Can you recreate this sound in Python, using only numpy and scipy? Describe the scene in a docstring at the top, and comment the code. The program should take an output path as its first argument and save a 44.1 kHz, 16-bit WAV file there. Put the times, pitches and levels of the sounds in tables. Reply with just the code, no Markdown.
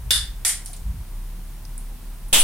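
"""First a pull tab snaps and rings among soft thumps; then the aluminium can's lid cracks and ticks faintly.
At the end the can lands with a loud clatter. Thin metal giving way or hitting makes bursts of
noise, and its vibration makes the ringing. The thumps come through the desk, over a low wavering hum.
A small hard room prolongs every click, and the loudest peaks are squashed."""
import sys
import numpy as np
from scipy import signal
from scipy.fft import rfft, irfft, next_fast_len
from scipy.io import wavfile
from scipy.ndimage import map_coordinates

SR = 44100
rng = np.random.default_rng(int(sys.argv[2]) if len(sys.argv) > 2 else 0)


def bounce(signal):
    """Save signal as a 16-bit WAV file at the path given by the first command-line argument."""
    frames = np.transpose(np.atleast_2d(signal))
    limited = np.clip(frames, -1, 1)
    pcm = np.round(limited * 32767).astype(np.int16)
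    wavfile.write(sys.argv[1], SR, pcm)


N = 107427
TIME = np.arange(N) / SR

# How strong the snap is from bass to treble (frequency [Hz], relative level [dB])
SNAP_TONE = [(200, -38), (420, -58), (560, -32), (940, -30), (1740, -13), (2470, -24.5), (2900, -16.5),
             (3180, -17), (3550, 1), (3960, -12), (5010, -7.5), (5800, -17.5), (7500, -15), (8300, -11.5),
             (10900, -10.5), (11800, -23), (14500, -27), (15500, -44)]
# How wide the snap sounds (frequency [Hz], side level over middle [dB])
SNAP_WIDTH = [(60, -17), (130, -11), (290, -10), (640, -28), (1410, -13), (3100, -3), (6820, 1),
              (15000, -30)]
# The lid's own notes; a fade time is a drop of 60 dB (pitch [Hz], relative level [dB], fade time [s])
LID_NOTES = [(1793, -23, .4), (2922, -3.5, .3), (3454, -5, .3), (3478, 0, .35), (3518, -1, .33),
             (3676, -11, .3), (5202, -11, .22), (8358, -13, .26), (9767, -14, .22)]


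def tab_snap(start=0.1067):
    """The tab gives way with a snap and sets the lid ringing."""
    body = burst(start, SNAP_TONE, SNAP_WIDTH, hold_s=0.059, grain_db=-0.5, sag_db_per_s=54)
    ringing = amp(-1) * ring(LID_NOTES, start)
    return amp(-17) * (body + ringing + sharp_click(start, db=2.5, fade_s=0.084))


# How strong the crack is from bass to treble (frequency [Hz], relative level [dB])
CRACK_TONE = [(120, -74), (200, -50), (293, -50), (414, -61), (618, -21.5), (1070, -25), (2130, -11),
              (2750, -20), (3180, -11.5), (4260, -14.5), (5390, -9), (6130, -11), (9480, -2),
              (14700, -24.5), (15500, -49)]
# How wide the crack sounds (frequency [Hz], side level over middle [dB])
CRACK_WIDTH = [(60, -17), (130, -13), (290, -9), (640, -21), (1410, -11.5), (3100, -2.5), (6820, 0.5),
               (15000, -27)]


def lid_crack(start=0.4495):
    """The lid cracks with a bright crunch and hardly rings."""
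    body = burst(start, CRACK_TONE, CRACK_WIDTH, hold_s=0.05, grain_db=0, sag_db_per_s=40)
    ringing = amp(-27) * ring(LID_NOTES, start)
    return amp(-17.5) * (body + ringing + sharp_click(start, db=3, fade_s=0.028))


# Each hit of the landing can (time [s], level [dB])
LANDING_HITS = [(2.3285, -13.5), (2.3394, -15), (2.362, -23), (2.378, -19.5), (2.397, -22.5)]
# How strong a hit is from bass to treble (frequency [Hz], relative level [dB])
HIT_TONE = [(60, -38), (100, -8), (160, -8), (243, -11), (440, -11), (880, -8.5), (1100, -11.5),
            (1840, -11.5), (2400, -7.5), (3250, -.5), (4560, -10), (6500, -8.5), (8400, -1.5),
            (9700, -14.5), (11000, -5), (12000, -14.5), (13800, -13), (15500, -15)]
# How wide a hit sounds (frequency [Hz], side level over middle [dB])
HIT_WIDTH = [(60, -10), (110, 8), (200, -1.5), (380, -1), (700, 1), (1290, -1.5), (2380, -4.5), (4400, -1),
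             (8120, 1.5), (15000, -1.5)]
# The notes of the can's wall (pitch [Hz], relative level [dB], fade time [s])
WALL_NOTES = [(2649, -4, .4), (2876, -1, .4), (3006, -2, .5), (3212, 0, .5), (3364, 0, .4), (3561, 0, .45),
              (3822, -4, .3), (6990, -6, .4), (7831, -4, .4), (8313, -4, .3), (8378, -4, .3),
              (8876, -4, .3), (10905, -5, .3), (15390, -8, .2)]
# A slow swing of air pressure (from [amplitude], to [amplitude], turning time [s], turning length [s])
PRESSURE_SWING = (-.11, .22, 2.392, .018)


def can_landing():
    """The can clatters down in quick hits and its wall rings, over a slow swing of pressure."""
    start, first_hit_db = LANDING_HITS[0]
    clatter = sum(amp(db) * burst(hit, HIT_TONE, HIT_WIDTH, hold_s=0.03, grain_db=0.5, sag_db_per_s=70)
                  for hit, db in LANDING_HITS)
    ringing = amp(first_hit_db - 7.5) * ring(WALL_NOTES, start)
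    before, after, turn_s, turn_length = PRESSURE_SWING
    progress = (1 + np.tanh((TIME - turn_s) / turn_length)) / 2
    pressure = before + (after - before) * progress
    fade_in = 1 - np.exp(-since(start) / 0.00067)
    return clatter + ringing + pressure * fade_in


# Bright chinks within the clatter (time [s], level [dB], rough pitch [Hz], fade time [s])
RIM_CHINKS = [(2.33, -10.5, 9440, 0.075), (2.3378, -6.5, 11200, 0.022), (2.391, -15, 9830, 0.14),
              (2.3995, -13.5, 9800, 0.19)]


def rim_chinks():
    """The rim catches and gives short, very high rings, each a narrow band of noise."""
    out = np.zeros((2, N))
    for start, db, hz, fade_s in RIM_CHINKS:
        age = since(start)
        tone = [(hz * 0.5, -70), (hz * 0.79, -25), (hz * 1.031, 0),
                (hz * 1.025, 0), (hz * 0.9, -25), (hz * 1.5, -60)]
        fade_in = 1 - np.exp(-age / 0.00073)
        out += amp(db - 60 * age / fade_s) * fade_in * noise(tone, width=[(1000, 1.3)])
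    return out


# Small ticks (time [s], level [dB], pitch [Hz], spread each way [octaves], echo relative to tick [dB])
METAL_TICKS = [(0.65, -40, 9000, 0.33, -12), (0.659, -31, 9700, 0.25, -7), (0.6615, -40, 5900, 1, -2),
               (.688, -47.5, 730, 0.18, -6.5), (0.7318, -32.5, 9240, 0.18, -12), (0.7334, -46, 4200, 1, -2),
               (.765, -41, 8050, .6, -8.5), (1.652, -38.5, 5230, 0.28, -28),
               (1.652, -43.5, 9700, 0.26, -15), (1.7789, -28.5, 9400, 0.2, -16),
               (2.2835, -41, 10400, .15, -9)]


def metal_ticks(tick_fade_s=0.016, echo_fade_s=0.3):
    """The metal ticks under the fingers, and the room answers each tick."""
    out = np.zeros((2, N))
    for start, db, hz, octaves, echo_db in METAL_TICKS:
        age = since(start)
        low, high = hz / 2 ** octaves, hz * 2 ** octaves
        tone = [(low / 2, -57), (low, -9), (hz, 0), (high, -12), (high * 2, -57)]
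        fade = amp(-60 * age / tick_fade_s) + amp(echo_db - 60 * age / echo_fade_s)
        scratch = unit(amp(1.5 * wobble(900)))
        out += amp(db) * fade * scratch * (age > 0) * noise(tone, width=[(1000, -4)])
    return out


# Soft thumps (peak time [s], level [dB], pitch [Hz], half length [s])
DESK_THUMPS = [(0.018, -28, 55.4, 0.036), (0.082, -26, 53.7, 0.019), (0.187, -25.5, 51, 0.042),
               (0.301, -30.5, 49.1, 0.073), (0.894, -20.5, 52.5, 0.048), (0.986, -28, 52.4, .04)]
# The bass-heavy rustle in each thump (frequency [Hz], relative level [dB])
RUSTLE_TONE = [(40, -2.5), (65, 10), (115, -1.5), (180, -16), (240, -24.5), (600, -60)]


def desk_thumps():
    """Soft, low bumps travel through the desk, each with a dull rustle."""
    boom = sum(amp(db) * swell(peak, half) * np.cos(2 * np.pi * hz * (TIME - peak))
               for peak, db, hz, half in DESK_THUMPS)
    force = sum(amp(db) * swell(peak, 1.87 * half) for peak, db, _, half in DESK_THUMPS)
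    return boom + amp(-13) * force * noise(RUSTLE_TONE, width=[(100, -23)])


# How the deep hum rises and falls (time [s], relative level [dB])
HUM_LEVELS = [(0.0, -38), (0.15, -61), (0.19, -38), (0.42, -34.5), (0.48, -47), (0.55, -37), (0.85, -36.5),
              (0.89, -46), (1.05, -40), (1.15, -30.5), (1.64, -37.5), (1.73, -32.5), (1.93, -33),
              (1.99, -43), (2.09, -32), (2.21, -40.5), (2.26, -29), (2.32, -41.5)]
# Higher tones that swell over it (pitch [Hz], level [dB], peak time [s], half length [s])
HUM_OVERTONES = [(114, -42, 0.051, 0.23), (92, -46, 1.17, 0.2), (175, -49, 1.5, 0.28),
                 (177.7, -42.5, 0.912, 0.093), (244, -55, 1.895, 0.42), (330.4, -62, 1.4, 0.65)]


def low_hum(pitch_hz=34.3):
    """A deep hum wavers while higher tones come and go."""
    level_db = np.interp(TIME, *np.transpose(HUM_LEVELS)) + 4.5
    hum = amp(level_db) * np.sin(2 * np.pi * pitch_hz * TIME + 0.43 * wobble(5.76))
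    for hz, db, peak, half in HUM_OVERTONES:
        hum += amp(db) * swell(peak, half) * np.sin(2 * np.pi * hz * TIME + 0.54 * wobble(11))
    return hum


# How strong the room noise is from bass to treble (frequency [Hz], relative level [dB])
ROOM_NOISE_TONE = [(35, -10), (60, 2.5), (100, -3.5), (140, -3.5), (200, -11), (300, -18), (590, -22.5),
                   (960, -19.5), (1200, -24), (2200, -26.5), (4500, -28.5), (7300, -30.5), (9300, -26.5),
                   (11500, -29.5), (14700, -28), (15800, -32)]
# How wide the room noise sounds (frequency [Hz], side level over middle [dB])
ROOM_NOISE_WIDTH = [(60, -5), (110, -23), (200, -12), (380, -6), (700, -9), (1290, -7), (2380, -3.5),
                    (4400, 0), (8120, -6.5), (15000, -56)]


def room_noise():
    """A faint, steady rumble and hiss fill the room."""
    return amp(-44) * noise(ROOM_NOISE_TONE, ROOM_NOISE_WIDTH)


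# How long the room keeps a sound going (frequency [Hz], fade time [s])
ROOM_FADE = [(300, 0.13), (1800, 0.4), (4000, 0.31), (9000, 0.27), (14000, 0.17)]


def burst(start, tone, width, hold_s, grain_db, sag_db_per_s):
    """Thin metal gives a burst of noise; close walls hold it up briefly, then it dies away."""
    age = since(start)
    grain = unit(amp(grain_db * wobble(1300)))
    hz, times, spectrum = signal.stft(noise(tone, width), SR, nperseg=256)
    # After the hold, each frequency fades at the room's own speed.
    fade_db = -60 * np.maximum(times - (start + hold_s), 0) / along(ROOM_FADE, hz)[:, None]
    fading = signal.istft(spectrum * amp(fade_db), SR, nperseg=256)[1][:, :N]
    sag = amp(-sag_db_per_s * np.minimum(age, hold_s))
    return fading * grain * sag * (age > 0)


# The bright click that starts the snap and the crack (frequency [Hz], relative level [dB])
CLICK_TONE = [(100, -13.5), (900, 0), (4000, 5), (11000, 7.5), (15500, -1.5)]


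def sharp_click(start, db, fade_s):
    """The instant of contact makes a short click that reaches from bass to treble."""
    age = since(start)
    return amp(db - 60 * age / fade_s) * (age > 0) * noise(CLICK_TONE, width=[(1000, -2)])


def ring(notes, start):
    """Struck metal rings at its own fading notes, which reach left and right slightly out of step."""
    age = since(start)
    out = np.zeros((2, N))
    for hz, db, fade_s in notes:
        phase = rng.uniform(0, 2 * np.pi) + rng.normal(0, 1.0, (2, 1))
        flutter = 0.1 * wobble(52)
        out += amp(db - 60 * age / fade_s) * np.sin(2 * np.pi * hz * age + phase + flutter)
    starting_strength = np.sqrt(np.sum(amp(np.array(notes)[:, 1]) ** 2) / 2)
    return out * (age > 0) / starting_strength


def noise(tone, width):
    """Stereo noise of strength 1: both ears share the middle, and the side makes them differ."""
    def middle_and_side(hz):
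        angle = np.arctan(amp(along(width, hz)))
        return amp(along(tone, hz)) * [np.cos(angle), np.sin(angle)]
    middle, side = filtered(rng.standard_normal((2, N)), middle_and_side)
    return unit(np.array([middle + side, middle - side]))


def filtered(sound, gain_at):
    """Turn each frequency up or down by gain_at(hz)."""
    size = next_fast_len(N + 8192)
    hz = np.fft.rfftfreq(size, 1 / SR)
    return irfft(rfft(sound, size) * gain_at(hz), size)[..., :N]


def wobble(rate):
    """A smooth curve through `rate` random points a second."""
    points = rng.standard_normal(int(N * rate / SR) + 4)
    return map_coordinates(points, [TIME * rate])


def swell(peak, half_length):
    """A bell-shaped rise and fall, about a third as high half_length seconds from its peak."""
    return np.exp(-((TIME - peak) / half_length) ** 2)


def since(start):
    """Seconds since the start, zero before it."""
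    return np.maximum(TIME - start, 0)


def along(points, hz):
    """Read between (frequency, value) points, with octaves evenly spaced."""
    frequencies, values = np.transpose(points)
    return np.interp(np.log(hz + 1), np.log(frequencies + 1), values)


def unit(sound):
    """Scale to an average strength (rms) of 1."""
    return sound / np.sqrt(np.mean(sound ** 2) + 1e-20)


def amp(db):
    """Turn decibels into a number to multiply by."""
    return 10 ** (np.asarray(db) / 20)


def scene():
    """The can, the desk and the background together."""
    can = tab_snap() + lid_crack() + metal_ticks() + can_landing() + rim_chinks()
    return can + desk_thumps() + low_hum() + room_noise()


def record(dry, ceiling=0.9, top_hz=15900):
    """Gently squash the loudest peaks, then cut off the very highest treble."""
    squashed = dry / (1 + np.abs(dry / ceiling) ** 4) ** (1 / 4)
    return filtered(squashed, lambda hz: 1 / np.sqrt(1 + (hz / top_hz) ** 160))


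dry = scene()
out = record(dry)
bounce(out)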